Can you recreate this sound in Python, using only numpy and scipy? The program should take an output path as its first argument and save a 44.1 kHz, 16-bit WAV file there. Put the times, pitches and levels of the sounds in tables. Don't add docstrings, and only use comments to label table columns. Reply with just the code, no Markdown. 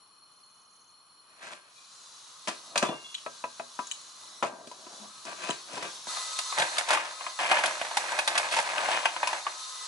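import sys
import numpy as np
from scipy import signal
from scipy.fft import rfft, irfft, next_fast_len
from scipy.io import wavfile
from scipy.ndimage import map_coordinates

SR = 44100
rng = np.random.default_rng(int(sys.argv[2]) if len(sys.argv) > 2 else 0)


def log_audio(samples):
    frames = np.atleast_2d(samples).T
    limited = np.clip(frames, -1, 1)
    pcm = np.round(limited * 32767).astype(np.int16)
    wavfile.write(sys.argv[1], SR, pcm)


N = 435266
SIZE = next_fast_len(N + SR)
HZ = np.maximum(np.fft.rfftfreq(SIZE, 1 / SR), 1)

# peak_s, rel_peak_db, rise_s per 20 dB, fall_s per 20 dB, rel_treble_db
CRUMPLE_STROKES = [(6.1, -43, .03, 0.49, 0), (6.59, -23, 0.048, 0.16, -16), (6.81, -29.5, 0.23, 0.038, -6),
                   (6.92, -19.5, 0.063, 0.2, -5.5), (7.26, -40.5, .3, 0.2, -9),
                   (7.4, -26.5, 0.018, 0.97, -4.5), (7.52, -20.5, 0.096, 0.23, -8),
                   (7.65, -26.5, .15, .1, -10), (8.19, -27, 0.54, 0.12, -7), (8.28, -26, 0.025, 0.2, -12),
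                   (8.38, -24.5, 0.14, 0.25, -22), (8.54, -23, 0.11, .2, 2),
                   (8.6, -19.5, 0.11, 0.023, -2.5), (8.93, -25, 0.87, 0.35, -6.5),
                   (9.05, -31.5, 0.019, 0.039, -6), (9.3, -28, .24, .14, -15),
                   (9.47, -36.5, 0.028, 0.12, -20)]


def from_db(db):
    return 10 ** (np.asarray(db) / 20)


def rms_one(x):
    return x / np.sqrt(np.mean(x ** 2) + 1e-20)


def in_time(rows):
    s, level_db = np.transpose(rows)
    return np.interp(np.arange(N) / SR, s, level_db, left=-200, right=-200)


def at_hz(points):
    hz, db = np.transpose(points)
    return from_db(np.interp(np.log(HZ), np.log(hz), db))


def body(spectrum, peaks, peaks_db):
    power = at_hz(spectrum) ** 2
    for hz, width_hz, db in peaks:
        detuning = 2 * (HZ - hz) / width_hz
        power = power + from_db(db + peaks_db) ** 2 / (1 + detuning ** 2) ** 2
    cepstrum = irfft(np.log(power / np.mean(power)) / 2, SIZE)
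    cepstrum[1:SIZE // 2] *= 2
    cepstrum[SIZE // 2 + 1:] = 0
    return np.exp(rfft(cepstrum))


def through(x, response):
    return irfft(rfft(x, SIZE) * response, SIZE)[..., :N]


def split(x, hz):
    low = signal.sosfilt(signal.butter(3, hz, "low", fs=SR, output="sos"), x)
    high = signal.sosfilt(signal.butter(3, hz, "high", fs=SR, output="sos"), x)
    return low, high


def drift(rate_hz):
    r = np.exp(-2 * np.pi * rate_hz / SR)
    noise = rng.standard_normal(N + SR)
    return rms_one(signal.lfilter([1], [1, -2 * r, r * r], noise)[SR:])


def wander(x, share):
    at = np.clip(np.cumsum(1 + share * drift(1.2)), 0, N - 1)
    return np.stack([map_coordinates(channel, [at], order=3) for channel in x])


def grains(per_s, spread_db):
    size_db = spread_db * np.minimum(rng.exponential(1, N), 4)
    sizes = from_db(size_db) * rng.choice([-1, 1], N)
    return rms_one(sizes * (rng.random(N) < per_s / SR))


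def dying_noise(t60_s, channels):
    tail = rng.standard_normal((channels, SR // 2)) * from_db(-60 * np.arange(SR // 2) / SR / t60_s)
    return rfft(tail / np.sqrt(np.sum(tail ** 2, axis=1, keepdims=True)), SIZE)


def ring(clicks, hz, t60_s):
    r, w = from_db(-60 / (t60_s * SR)), 2 * np.pi * hz / SR
    return signal.lfilter([0, np.sin(w)], [1, -2 * r * np.cos(w), r * r], clicks + 1e-18)


def modes(s, db, tilt, table, luck_db):
    out = np.zeros(N)
    chance_db = rng.normal(0, luck_db, (len(s), len(table)))
    for (hz, mode_db, t60_s), luck in zip(table, chance_db.T):
        clicks = np.zeros(N)
        strength_db = db + mode_db + tilt * np.log2(hz / 4000) + luck
        clicks[np.round(s * SR).astype(int)] = from_db(strength_db)
        out += ring(clicks, hz, t60_s)
    return out


def tones(rows, rise_s, waver_db):
    out, waver = np.zeros(N + SR), from_db(waver_db * drift(47))
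    for s, hz, db, t60_s in rows:
        t = np.arange(round(min(t60_s, 1) * SR)) / SR
        swell = (1 - np.exp(-t / rise_s)) * from_db(db - 60 * t / t60_s)
        start = round(s * SR)
        out[start:start + len(t)] += swell * np.sin(2 * np.pi * hz * t)
    return out[:N] * waver


def strokes(rows, t):
    span_db = 20
    s, db, rise_s, fall_s, treble_db = np.transpose(rows)[:, :, None]
    levels_db = db - span_db * np.maximum((s - t) / rise_s, (t - s) / fall_s)
    return levels_db.max(axis=0), treble_db[levels_db.argmax(axis=0), 0]


def rubbed(rows, response, per_s, spread_db, lumpy_db, patchy_db, treble_hz, treble_db):
    step, count = 20, 16
    coarse = strokes(rows, np.arange(0, N, step) / SR)
    level_db, rel_treble_db = np.repeat(coarse, step, axis=1)[:, :N]
    slips = grains(per_s, spread_db) * from_db(level_db + lumpy_db * drift(7.3))
    pitches_hz = np.geomspace(120, 11000, num=count)
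    dealt = rng.integers(0, count, N)
    patches = from_db(patchy_db * drift(21.5))
    rings = np.zeros(N)
    for k, hz in enumerate(pitches_hz):
        voice = np.roll(patches, k * N // count) * slips * (dealt == k)
        rings += hz / SR * ring(voice, hz, 3.86 / hz)
    low, high = split(through(rings, response), treble_hz)
    return low + high * from_db(rel_treble_db + treble_db)


def struck(events, t60_s, response, bass_db, mid_db, treble_db):
    push, t = np.zeros((3, N + SR)), np.arange(SR // 8) / SR
    for s, db, low_db, high_db in events:
        chatter = rng.standard_normal(len(t)) * from_db(db - 60 * t / np.clip(t60_s, .004, .15))
        chatter *= 1 + 0.21 * np.exp(-t / 0.00061)
        chatter[0] = 2.4 * from_db(db)
        gains = from_db([[low_db + bass_db], [mid_db], [high_db + treble_db]])
        start = round(s * SR)
        push[:, start:start + len(t)] += gains * chatter
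    low, mid, high = through(push[:, :N], response)
    bass = split(low, 440)[0]
    middle = split(split(mid, 392)[1], 3050)[0]
    treble = split(high, 3240)[1]
    return bass + middle + treble


def chirr():
    # start_s, level_db before the throb
    chirr_level = [(.33, -72), (.45, -70), (.8, -65), (.93, -69)]
    band_hz, throbs_per_s = (5840, 6840), 28
    band_filter = signal.butter(3, band_hz, "band", fs=SR, output="sos")
    band = signal.sosfilt(band_filter, rng.standard_normal(N))
    throb = np.sin(np.pi * throbs_per_s * np.arange(N) / SR + 1.0 * drift(6)) ** 2
    return rms_one(band) * throb * from_db(in_time(chirr_level))


def stove():
    # freq_hz, rel_db per Hz
    flame_spectrum = [(35, -54), (60, -13), (150, -11), (427, -13.5), (1110, -12.5), (1840, -19.5),
                      (3860, -18.5), (4210, 0), (4910, -22), (5600, -17), (7900, -25.5), (11000, -12),
                      (14300, -41), (22000, -120)]
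    # freq_hz, width_hz, rel_db
    jet_peaks = [(1150, 390, -7.5), (2485, 50, -15.5), (3020, 160, -12.5), (3470, 76, -15.5), (4264, 45, 1),
                 (5614, 130, -12), (7210, 85, -11), (8760, 110, -17.5), (9480, 60, -12), (10030, 150, -8),
                 (10766, 88, -7)]
    # freq_hz, rel_db per Hz
    kettle_spectrum = [(59, -68), (100, -20.5), (196, -37), (597, -14.5), (728, -16), (1020, -4),
                       (2000, -16), (2130, -16.5), (3640, -8.5), (6210, -6), (10600, -16), (11500, -8),
                       (15000, -57), (22000, -120)]
    # freq_hz, width_hz, rel_db
    warm_peaks = [(3460, 38, 1), (3887, 106, 2.5), (4620, 310, -6.5), (5610, 130, -2), (6440, 280, -3),
                  (7820, 130, -13)]
    # freq_hz, width_hz, rel_db
    hot_peaks = [(1040, 20, 4.5), (1270, 28, 5), (1996, 8.1, 2), (3663, 54, 2), (4170, 320, -2.5),
                 (4670, 27, 0), (6160, 74, -1.5), (6450, 57, -9), (7200, 60, -10.5), (7800, 63, -3),
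                 (10010, 410, -10.5)]
    # time_s, level_db
    hiss_level = [(1.6, -76), (1.78, -56), (2.5, -47.5), (2.73, -48.5), (2.91, -52), (4.4, -48),
                  (4.46, -57), (4.71, -53.5), (4.9, -49.5), (5.42, -46), (6.06, -44.5), (6.09, -36.5),
                  (6.76, -38), (6.99, -47.5), (7.27, -42), (8.9, -40.5), (9.09, -43), (9.87, -40)]
    # freq_hz, side_over_mid_db
    stove_width = [(60, -25), (220, -9), (830, -4), (3090, -4.5), (11500, -7)]
    cut = round(6.07 * SR)
    flame_floor_db, flame_follows, follow_above_db = -60, 0.57, -55

    wide = np.stack([np.ones_like(HZ), at_hz(stove_width)])
    gas = through(rng.standard_normal((2, N)), wide * body(flame_spectrum, jet_peaks, peaks_db=8.0))
    bubbles = np.stack([grains(9000, spread_db=-1.0) for channel in range(2)])
    warm = through(bubbles, wide * body(kettle_spectrum, warm_peaks, peaks_db=1.5))
    warm = wander(warm, share=.025)
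    hot = through(bubbles, wide * body(kettle_spectrum, hot_peaks, peaks_db=3.5))

    heat = np.clip(.25 + .2 * drift(1.5), 0, 1)
    heat[cut:] = 1
    water = (1 - heat) * warm + heat * hot
    flicker = from_db(.6 * drift(7))
    hiss_db = in_time(hiss_level)
    flame = from_db(flame_floor_db + flame_follows * np.maximum(hiss_db - follow_above_db, 0))
    flame[cut:] = 0
    return flicker * (gas * flame + water * from_db(hiss_db))


def metal():
    # time_s, rel_peak_db, brightness_db_per_octave
    touches = [(2.8494, -35, -16), (2.8883, -29.5, -11), (3.1438, -21.5, -10.5), (3.1797, -36, -5),
               (3.8701, -51, 29.5), (3.9135, -21.5, 9), (5.5029, -17, 5.5)]
    # freq_hz, rel_db, t60_s
    metal_modes = [(2410, -29, 0.081), (3030, -1.5, 0.014), (3370, -16, 0.033), (3940, -4.5, 0.01),
                   (6550, -5, 0.0062), (6880, -4.5, 0.014), (7700, -20, 0.03), (9000, -24, 0.023)]
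    # start_s, freq_hz, level_db, t60_s
    lingering_tones = [(1.76, 2420, -61, 0.59), (2.85, 3460, -42, 0.35), (2.9, 2780, -48, 0.9),
                       (2.95, 2160, -58, 0.75), (3.04, 3410, -50, 0.5), (4.995, 210, -45, 0.37),
                       (5.52, 4450, -51, 0.73), (6.585, 145, -30, 0.16)]
    s, db, tilt = np.transpose(touches)
    spacing_s = np.array([0, .0023, .0051, .0094])[:, None]
    bounces_s = spacing_s * rng.uniform(0.49, 1.3, (len(s), 4)).T
    times_s = (s + bounces_s).ravel()
    levels_db = (db - 10.5 - 700 * bounces_s).ravel()
    ticks = modes(times_s, levels_db, np.tile(tilt, 4), metal_modes, luck_db=6.5)
    return split(ticks, 1500)[1] + tones(lingering_tones, rise_s=.008, waver_db=3.5)


def grinder():
    # freq_hz, rel_db per Hz
    wood_spectrum = [(47, -38), (80, -4), (532, -5.5), (682, 2), (1190, -5.5), (2120, -15), (2400, -13.5),
                     (3200, -20), (7910, -24.5), (11000, -34.5), (14300, -43), (22000, -120)]
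    # freq_hz, width_hz, rel_db
    wood_peaks = [(650, 140, 0), (991.5, 74, 1), (1170, 26, -0.5), (1590, 7.6, -1), (2550, 32, -10.5),
                  (2430, 140, -15)]
    # freq_hz, rel_db, t60_s
    knock_modes = [(145, -21, 0.44), (246, -19.5, 0.3), (366, -17.5, 0.087), (547, -16, 0.14),
                   (670, -2, 0.087), (786, -26, 0.063), (990, 1.5, 0.13), (1170, -28, 0.15),
                   (1297, 0, 0.095), (1596, -9, .04), (2510, -1.5, 0.012)]
    # time_s, rel_peak_db, rel_bass_db, rel_treble_db
    knock_events = [(2.473, -26.5, -29, -9), (2.482, -24, -11.5, -4), (2.758, -14.5, -46, -36),
                    (2.777, -21, -37, 3), (2.827, -6, -7, -21), (2.888, -22, 4, -39),
                    (3.263, -18.5, -40, -32), (3.44, -15.5, -47, -40), (3.597, -17.5, -36, -30),
                    (3.791, -17, -12, -26.5), (4.426, -7, -51, -33), (4.672, -39.5, 4, -3.5),
                    (4.714, -29.5, -26, -14.5), (4.866, -32.5, -7, -30), (5.252, -32, -6, -5),
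                    (5.493, -17, -2, -26), (5.732, -45.5, 15, 7.5), (5.755, -39.5, 2, 3),
                    (5.778, -27.5, -11, -9), (6.07, -25, -14, -15)]
    # peak_s, rel_peak_db, rise_s per 20 dB, fall_s per 20 dB, rel_treble_db
    slide_strokes = [(1.43, -46, 0.057, 0.28, 10), (1.535, -46.5, 0.21, 0.043, 8.5),
                     (2.474, -33.5, .002, 0.082, 6), (2.757, -27, .002, 0.094, 11),
                     (2.825, -25, 0.019, 0.11, -0.5), (2.94, -29, .2, 0.079, -11),
                     (4.427, -26, 0.0015, 0.073, 0), (4.5, -39.5, .05, 0.34, -19.5),
                     (5.057, -47, 1.17, 0.042, -18), (5.268, -31, .016, 0.11, 2),
                     (5.325, -34.5, 0.087, 0.066, 3.5), (5.44, -36.5, 0.19, .12, 8.5),
                     (5.488, -34, 0.075, 0.084, 9), (5.778, -32.5, 0.035, 0.14, -1),
                     (5.83, -33.5, 0.13, 0.091, 4.5)]
    wood = body(wood_spectrum, wood_peaks, peaks_db=2.5)
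    slides = rubbed(slide_strokes, wood, 5000, spread_db=1.0, lumpy_db=3.0, patchy_db=2.0,
                    treble_hz=1700, treble_db=5.5)
    s, db = np.transpose(knock_events)[:2]
    knocks = struck(knock_events, 0.061, wood, bass_db=1.0, mid_db=-12, treble_db=11.5)
    ringing = modes(s, db - 19.5, 0, knock_modes, luck_db=4.5)
    return split(from_db(10.0) * slides + knocks + ringing + metal(), 189)[1]


def small_snaps():
    count, over_stroke_db, treble_db = 60, 8.5, -25
    panel_hz, panel_octaves = 920, 0.385
    when, size, pitch = rng.random((count, 3)).T
    first_s, last_s = CRUMPLE_STROKES[0][0], CRUMPLE_STROKES[-1][0]
    s = first_s + when * (last_s - first_s)
    level_db = strokes(CRUMPLE_STROKES, s)[0] + over_stroke_db - 11.0 * size
    hz = panel_hz * 2 ** (panel_octaves * (2 * pitch - 1))
    return list(zip(s, level_db, np.full(len(s), treble_db), hz))


def bag():
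    # freq_hz, rel_db per Hz
    paper_spectrum = [(47, -56), (80, -31.5), (251, -27), (329, -18.5), (440, -19.5), (601, -3.5),
                      (911, -0.5), (1350, -9.5), (2520, -8), (3300, -11.5), (10200, -20), (11500, -21),
                      (15000, -73), (22000, -120)]
    # freq_hz, width_hz, rel_db
    paper_peaks = [(904, 50, -3), (1617, 450, -5), (2112, 69, -3), (2472, 71, -3)]
    # time_s, rel_peak_db, rel_treble_db, pitch_hz
    clear_snaps = [(6.169, -22.5, -14, 1240), (6.389, -19.5, -3.5, 1270), (6.524, -19, -23, 1120),
                   (6.585, -12.5, -10, 850), (6.598, -13.5, -9, 712), (6.621, -9.5, -16.5, 870),
                   (6.768, -19, -18, 1240), (6.783, -14.5, -4, 2220), (6.888, -18, -7.5, 1000),
                   (6.906, -18.5, -4, 1400), (6.933, -13, -10.5, 1510), (6.973, -14.5, -23, 1170),
                   (7.208, -23.5, -26, 1120), (7.265, -17, -25, 1150), (7.389, -16.5, -20, 1110),
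                   (7.514, -5.5, -17.5, 763), (7.589, -20.5, -9, 870), (7.637, -7.5, -18.5, 733),
                   (7.658, -21, 0, 630), (7.678, -15.5, -32, 670), (7.814, -12, -24, 678),
                   (7.849, -20, -17, 950), (7.912, -21.5, -21, 900), (7.97, -8.5, -11.5, 831),
                   (8.119, -15.5, -18, 920), (8.189, -9, -14, 2530), (8.276, -10, -8, 912),
                   (8.353, -12.5, -17, 1150), (8.378, -12.5, -5, 2600), (8.566, -12, -13, 920),
                   (8.587, -14, -25, 935), (8.78, -10.5, -22, 866), (8.887, -13, -24, 750),
                   (8.941, -15, -33, 904), (9.055, -5, -20.5, 910), (9.086, -22, -27, 886),
                   (9.164, -17, -30, 1010), (9.23, -11, -25, 961), (9.273, -15.5, -8.5, 1010),
                   (9.33, -14.5, -21, 896), (9.466, -14.5, -35, 1150)]
    snap_t60_s = 0.057
    paper = body(paper_spectrum, paper_peaks, peaks_db=-1.0)
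    rustle = rubbed(CRUMPLE_STROKES, paper, 3000, spread_db=1.8, lumpy_db=1.5, patchy_db=2.0,
                    treble_hz=2860, treble_db=1.0)
    snaps = list(clear_snaps) + small_snaps()
    panel_rows = [(s, hz, db - 10.5, snap_t60_s * 0.92) for s, db, _, hz in snaps]
    panels = tones(panel_rows, rise_s=0.0007, waver_db=3.5)
    crack_rows = [(s, db, 0, treble_db) for s, db, treble_db, _ in snaps]
    cracks = struck(crack_rows, snap_t60_s, paper, bass_db=-10, mid_db=-11, treble_db=3)
    return from_db(11.5) * rustle + cracks + panels


def scene():
    # freq_hz, side_over_mid_db
    hands_width = [(60, -12), (190, -9), (620, -31), (1110, -4.5), (2000, -1.5), (3580, -1), (11500, -4)]
    # freq_hz, rel_db
    room_colour = [(90, -25), (145, -15), (220, -19), (345, 10), (550, 3), (1500, -2.5), (4000, 4),
                   (11000, 6)]
    room_db, room_t60_s, turns_per_s = -10, 0.29, 0.583
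    wooden, paper = grinder(), bag()
    hands = wooden + paper

    turn = 2 * np.pi * (np.arange(N) / SR * turns_per_s + np.arange(4)[:, None] / 4)
    places = np.maximum(np.cos(turn), 0)
    reflections = dying_noise(0.019, channels=4) * at_hz(hands_width)
    side = through(hands * places, reflections).sum(axis=0)
    room = dying_noise(room_t60_s, channels=2) * at_hz(room_colour) * from_db(room_db)
    tail = through(hands, room)

    hiss, hiss_side = stove()
    left_of_centre = wooden * from_db([[1.2], [-1.2]]) + hiss * from_db([[.6], [-.6]])
    return left_of_centre + paper + chirr() + (side + hiss_side) * [[1], [-1]] + tail


def record(dry):
    cutoff_hz = 11040
    thin = signal.sosfilt(signal.butter(3, 100, "high", fs=SR, output="sos"), dry)
    return signal.sosfilt(signal.ellip(12, .3, 55, cutoff_hz, fs=SR, output="sos"), thin)


dry = scene()
out = record(dry)
log_audio(out)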